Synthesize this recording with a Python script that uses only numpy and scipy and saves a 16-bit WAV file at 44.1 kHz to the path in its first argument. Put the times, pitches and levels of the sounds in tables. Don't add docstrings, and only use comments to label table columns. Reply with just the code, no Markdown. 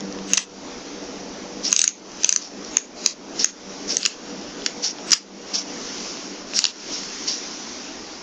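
import sys
import numpy as np
from scipy import signal
from scipy.fft import rfft, irfft
from scipy.io import wavfile
from scipy.ndimage import uniform_filter1d

SR = 44100
rng = np.random.default_rng(int(sys.argv[2]) if len(sys.argv) > 2 else 0)


def voltage_ratio(level):
    return 10 ** (np.asarray(level, float) / 20)


def wrap_up_sound(samples):
    columns = np.atleast_2d(samples).T
    tamed = np.clip(columns, -1, 1)
    steps = np.round(tamed * 32767).astype(np.int16)
    wavfile.write(sys.argv[1], SR, steps)


N = 362502
LOW_SR, BLOCK = 16000, 1024
# (time [s], level [dB])
MOTOR = [
    (0, 6),
    (1, -4.5),
    (1.6, 0),
    (2.1, -10.5),
    (2.6, -6.5),
    (3.8, -3.6),
    (5.5, -2.5),
    (6.95, -10),
    (8.22, -11.5),
]


def evened(x):
    return x / np.sqrt(np.mean(x ** 2) + 1e-20)


def read(points, hz):
    f, value = np.transpose(points)
    return np.interp(np.log(hz + 1), np.log(f + 1), value)


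def add(mix, s, sound):
    part = mix[round(s * SR):][:len(sound)]
    part += sound[:len(part)]


def resonate(x, hz, width):
    turn = np.exp(2j * np.pi * np.cumsum(hz * np.ones(len(x))) / SR)
    r = np.exp(-np.pi * width / SR)
    return 2 * (turn * signal.lfilter([1 - r], [1, -r], x / turn)).real


def ring(x, modes):
    y = np.zeros(len(x))
    for k, (hz, width, db) in enumerate(modes):
        y += (-1) ** k * voltage_ratio(db) * resonate(x, hz, width)
    y = signal.sosfilt(signal.butter(2, 600, "high", fs=SR, output="sos"), y)
    return y / abs(y).max()


def leaves_and_rumble():
    # (frequency [Hz], density [dB per Hz])
    air = [(12, -51), (20, -9.5), (81, -22.5), (112, -43.5), (181, -11), (291, -0.5), (329, -8.5),
           (383, -5), (517, -12.5), (586, -11), (1720, -20), (4020, -22), (5710, -14.5), (7150, -23),
           (7900, -25), (10300, -86.5), (17400, -120)]
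    # (time [s], level [dB])
    breeze = [(0, -3), (.5, -0.5), (1.3, -1), (3.2, -2.5), (3.9, 1.5), (4.95, -1), (5.5, 1), (6.05, 9),
              (6.45, -1.5), (6.95, 8), (7.4, 6.5), (8.22, 0.5)]
    frames, hz = N // 256 + 5, np.fft.rfftfreq(1024, 1 / SR)
    t = np.arange(frames) * 256 / SR
    a, b, patches = rng.standard_normal((frames, 513, 3)).T
    patches = evened(uniform_filter1d(uniform_filter1d(patches, 10, 0), 12, 1))
    high = np.clip(np.log2((hz + 1) / 700) / 2.9, 0, 1)[:, None]
    scale = evened(voltage_ratio(read(air, hz)))[:, None] * voltage_ratio(-34.5)
    rumble_db = 1.7 + 0.19 * np.interp(t, *np.transpose(MOTOR))
    drift_db = (1 - high) * rumble_db + high * np.interp(t, *np.transpose(breeze))
    spectrum = (a + 1j * b) * scale * voltage_ratio(drift_db + 1.2 * patches)
    return signal.istft(spectrum, nperseg=1024, noverlap=768)[1][:N] / 30


def far_motor():
    # (frequency [Hz], rms level [dB])
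    lines = [(193.8, -45.5), (290.7, -46.5), (484.5, -47), (581.4, -54.5)]
    hum = np.zeros(N)
    for hz, db in lines:
        hum += voltage_ratio(db) * evened(resonate(rng.standard_normal(N), hz, 2.7))
    return hum * voltage_ratio(np.interp(np.arange(N) / SR, *np.transpose(MOTOR)))


def ducking(x):
    power_db = 10 * np.log10(abs(uniform_filter1d(x ** 2, 3000, origin=1499)) + 1e-12)
    climb = np.arange(N) * 34.6 / SR
    held_db = np.maximum.accumulate(power_db + climb) - climb
    over_db = np.maximum(held_db + 28.5, 0)
    return voltage_ratio(-1.2 * uniform_filter1d(over_db, 600, origin=299))


def shelter(x, t60=0.19):
    t = np.arange(6000) / SR
    tail = rng.standard_normal(6000) * voltage_ratio(-60 * t / t60) * np.clip(t / 0.0035 - 1, 0, 1)
    return signal.oaconvolve(x, tail / np.linalg.norm(tail))[:N]


def slide(length, press, peak_db, fade_db):
    t = np.arange(0, length, 1 / SR)
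    unevenness = evened(uniform_filter1d(rng.standard_normal(len(t)), size=110))
    slips = rng.standard_normal(len(t)) * voltage_ratio(1.8 * unevenness)
    grip_db = -18 * np.maximum(1 - t / press, 0) - fade_db * np.maximum(t - press, 0)
    hz = 5010 - 25 * grip_db
    band = 1.1 * evened(resonate(resonate(slips, hz - 100, 1700), hz - 100, 1700))
    band = band * voltage_ratio(-93 * t)
    squeak = evened(resonate(slips, hz + 420, 380))
    clack = 0.15 * evened(ring(slips, [(3090, 1900, 0)]))
    lift = np.clip((length - t) / (0.21 * length), 0, 1)
    return voltage_ratio(peak_db + grip_db) * evened(band + squeak + clack) * lift


def finger_strokes(gun):
    # (start [s], press [s], length [s], peak [dB], fade [dB per s])
    strokes = [
        (1.631, 0.021, 0.08, -23, 109),
        (3.388, 0.0077, 0.064, -23.5, 67),
        (3.875, 0.027, 0.1, -23, 181),
        (4.823, 0.018, .11, -21.5, 151),
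        (5.535, 0.0061, 0.11, -23.5, 113),
        (6.535, .03, 0.068, -21.5, 14),
        (2.399, 0.02, .1, -39, 41),
        (2.62, 0.036, 0.11, -41, 35),
        (6.891, 0.035, .12, -33, 40),
        (7.269, 0.0079, 0.15, -24.5, 95),
    ]
    for start, press, length, peak_db, fade_db in strokes:
        add(gun, start, slide(length, press, peak_db, fade_db))


def blow(hz, clack_db, lasts_ms):
    # (frequency [Hz], width [Hz], level [dB])
    frame = [(956, 550, -12), (1886, 710, -5.5), (2677, 450, 2.5), (3495, 830, -3)]
    # (frequency [Hz], width [Hz], level [dB])
    cylinder = [(3816, 640, -6.5), (5030, 920, -13), (5750, 270, 1), (6720, 460, -6.5), (7624, 1000, -9.5)]
    ms = np.arange(700) * 1000 / SR
    shape = np.exp(-(ms / (1.6 * lasts_ms)) ** 2) + .3 * np.exp(-ms / (2.2 * lasts_ms))
    chatter = rng.choice([-1., 1.], 700) * np.minimum(ms / .7, 1) * shape
    chatter[20] += .85 * np.linalg.norm(chatter)
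    spot = []
    for f, width, db in frame + cylinder:
        spot.append((f * rng.uniform(.95, 1.05), width, db + 2 * rng.standard_normal()))
    near = [(f, width, db - 6.5 * abs(np.log2(f / hz))) for f, width, db in spot[len(frame):]]
    hit = evened(ring(chatter, near + [(hz, 480, 2.0)]))
    hit = hit + voltage_ratio(clack_db) * evened(ring(chatter, spot[:len(frame)]))
    return np.tanh(1.3 * hit / abs(hit).max()) / np.tanh(1.3)


def loose_parts(gun):
    # (time [s], peak [dB], main ring [Hz], frame clack [dB])
    ticks = [(0.006, -18.5, 5680, -5), (0.1246, -23.5, 5670, -15), (0.188, -26.5, 2620, -8),
             (0.3037, -21.5, 6450, 1), (1.6727, -26, 5230, -9), (1.7076, -15, 6620, -25),
             (1.716, -16.0, 4940, -10), (1.7185, -12, 6480.0, -21), (2.1176, -28, 5900, -9.0),
             (2.1722, -27.0, 5450.0, -8), (2.2343, -18, 5660, -30), (2.2335, -12.5, 6040, -13),
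             (2.6474, -25, 5800, -14.5), (3.871, -32.5, 5740, -13), (4.0306, -14, 4770, -5),
             (4.6202, -25.5, 2900, 1), (4.9849, -26, 3400, -4), (5.1074, -7.5, 5900, -8),
             (5.137, -8.5, 6470, -13.5), (5.346, -43, 5240.0, -11.0), (6.4877, -30, 5750, -1),
             (6.535, -19.5, 2560, -10), (6.666, -14.5, 5280, -12.5), (7.034, -19.5, 1820, -1.5),
             (6.6194, -21, 3840, -11.5)]
    for s, db, hz, clack_db in ticks:
        add(gun, s, voltage_ratio(db - 1.5) * blow(hz, clack_db, .5))


def snap(db, hz, clack_db, chatter_ms, rebound_db):
    sound = np.r_[blow(hz, clack_db, chatter_ms), np.zeros(700)]
    add(sound, .0122, voltage_ratio(rebound_db - 2) * blow(hz, clack_db, 1.5))
    return voltage_ratio(db - 1.5 - .4 * (db < 0)) * sound


def latch_and_hammer(gun):
    # (time [s], peak [dB], main ring [Hz], frame clack [dB], chatter [ms])
    catches = [(0.3338, -0.2, 6320, -9, 0.45), (0.3341, -4.5, 6270, -10, 0.36),
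               (0.3395, -9, 6250, -10, 1.2), (0.3725, -4, 6030, -23, 1), (0.3768, -0.8, 5900, -5.5, 0.6),
               (0.3808, -11.5, 6020, -1.5, 0.39), (4.0521, -4.2, 5050, -5, 0.9),
               (4.06, -0.5, 5890, -5.5, 1.2), (4.6618, -3.7, 5610, -5.5, 2.1),
               (5.1179, -0.16, 5580, -15.5, 1.4), (5.1203, -5.5, 6830, -11.5, 1.0),
               (5.1231, -9, 5860, -18.5, 0.46), (5.128, -6, 5130, -4, 1.6), (5.1314, -1, 5020, -10, 2.2),
               (6.5897, -2, 5710, -12.5, 1.0), (6.6409, -3, 4600, -10.5, 0.85),
               (6.6524, -1.5, 4070, -6.5, 0.6)]
    for s, db, hz, clack_db, chatter_ms in catches:
        add(gun, s, snap(db, hz, clack_db, chatter_ms, rebound_db=-18))


def cylinder_ratchet(gun):
    # (time [s], peak [dB], main ring [Hz], frame clack [dB])
    notches = [(1.727, 1.0, 6300, -8), (1.7635, -1.5, 5980, -14), (1.7914, -0.7, 6010, -14),
               (1.8155, -2.1, 6630, -15), (1.8403, -1.6, 6400, -14), (1.8772, -2.2, 6570, -14),
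               (2.2446, -1.2, 6100, -8), (2.2915, -1.0, 6290, -13), (2.3254, -0.8, 6490, -15),
               (2.3613, -2.4, 6080, -16), (2.7691, 1.4, 6470, -9), (3.0608, 1.0, 6480, -13),
               (3.4438, 1.0, 6490, -13), (3.9686, -1.5, 6330, -16)]
    for s, db, hz, clack_db in notches:
        add(gun, s, snap(db, hz, clack_db, chatter_ms=0.96, rebound_db=-15))


def scene():
    gun = np.zeros(N)
    cylinder_ratchet(gun)
    latch_and_hammer(gun)
    loose_parts(gun)
    finger_strokes(gun)
    outdoors = leaves_and_rumble() + far_motor()
    return (gun + voltage_ratio(-16.5) * shelter(gun) + outdoors * ducking(gun))[None]


def camera_blocks(x):
    # (frequency [Hz], level [dB])
    band_floor = [(20, -10), (110, -10), (170, -30), (500, -32), (800, -23), (1500, -21), (2400, -32),
                  (8000, -36)]
    block_start = 120
    n, k = np.arange(2 * BLOCK), np.arange(BLOCK)
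    window = np.sin(np.pi * (n + .5) / (2 * BLOCK))[:, None]
    basis = window * np.cos(np.pi / BLOCK * np.outer(n + .5 + BLOCK / 2, k + .5))
    x = np.r_[np.zeros(2 * BLOCK - block_start), x, np.zeros(3 * BLOCK)]
    halves = x[:len(x) // BLOCK * BLOCK].reshape(-1, BLOCK)
    lines = np.hstack([halves[:-1], halves[1:]]) @ basis
    edges = np.r_[0:40:4, 40:96:8, 96:240:16, 240:BLOCK:32]
    widths, hz = np.diff(np.r_[edges, BLOCK]), edges * LOW_SR / 2 / BLOCK
    level = np.sqrt(np.add.reduceat(lines ** 2, edges, axis=1) / widths) + 1e-9
    treble = np.sqrt((level[:, (hz > 5000) & (hz < 7000)] ** 2).mean(axis=1, keepdims=True))
    luck = voltage_ratio(5.0 * rng.standard_normal(level.shape))
    kept = level * luck > treble * voltage_ratio(read(band_floor, hz))
    kept &= (hz < 7400) | (level[:, -3:-2] > voltage_ratio(0.0))
    usual = np.median(level[:, hz > 2000], axis=1, keepdims=True)
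    even = level ** .45 * usual ** (1 - .45)
    step = np.repeat(np.minimum(even * voltage_ratio(0.83), 1.5 * level), widths, axis=1)
    rounded = np.round(lines / step) * step * np.repeat(kept, widths, axis=1)
    blocks = rounded @ basis.T * 2 / BLOCK
    return (blocks[1:, :BLOCK] + blocks[:-1, BLOCK:]).ravel()[BLOCK - block_start:]


def leaky_step_up(low):
    # (frequency [Hz], level [dB])
    edge = [(20, 2), (6800, 2.5), (7200, -3.5), (7600, -8.5), (8000, 3), (8500, -22.5), (9000, -40),
            (9400, -71), (22000, -99)]
    size = (len(low) // 160 + 1) * 160
    z = rfft(low, size)
    z = np.r_[z, z[-2::-1].conj(), np.zeros(size)][:size * SR // LOW_SR // 2 + 1]
    z = z * voltage_ratio(read(edge, np.arange(len(z)) * LOW_SR / size))
    return irfft(z, size * SR // LOW_SR)[:N] * SR / LOW_SR


def band_limit(x):
    return signal.sosfilt(signal.butter(12, 9300, fs=SR, output="sos"), x)


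def record(dry):
    low = camera_blocks(signal.resample_poly(dry[0], 160, 441))
    mix = np.clip(leaky_step_up(low), -1, 1)
    return band_limit(mix[None])


dry = scene()
out = record(dry)
wrap_up_sound(out)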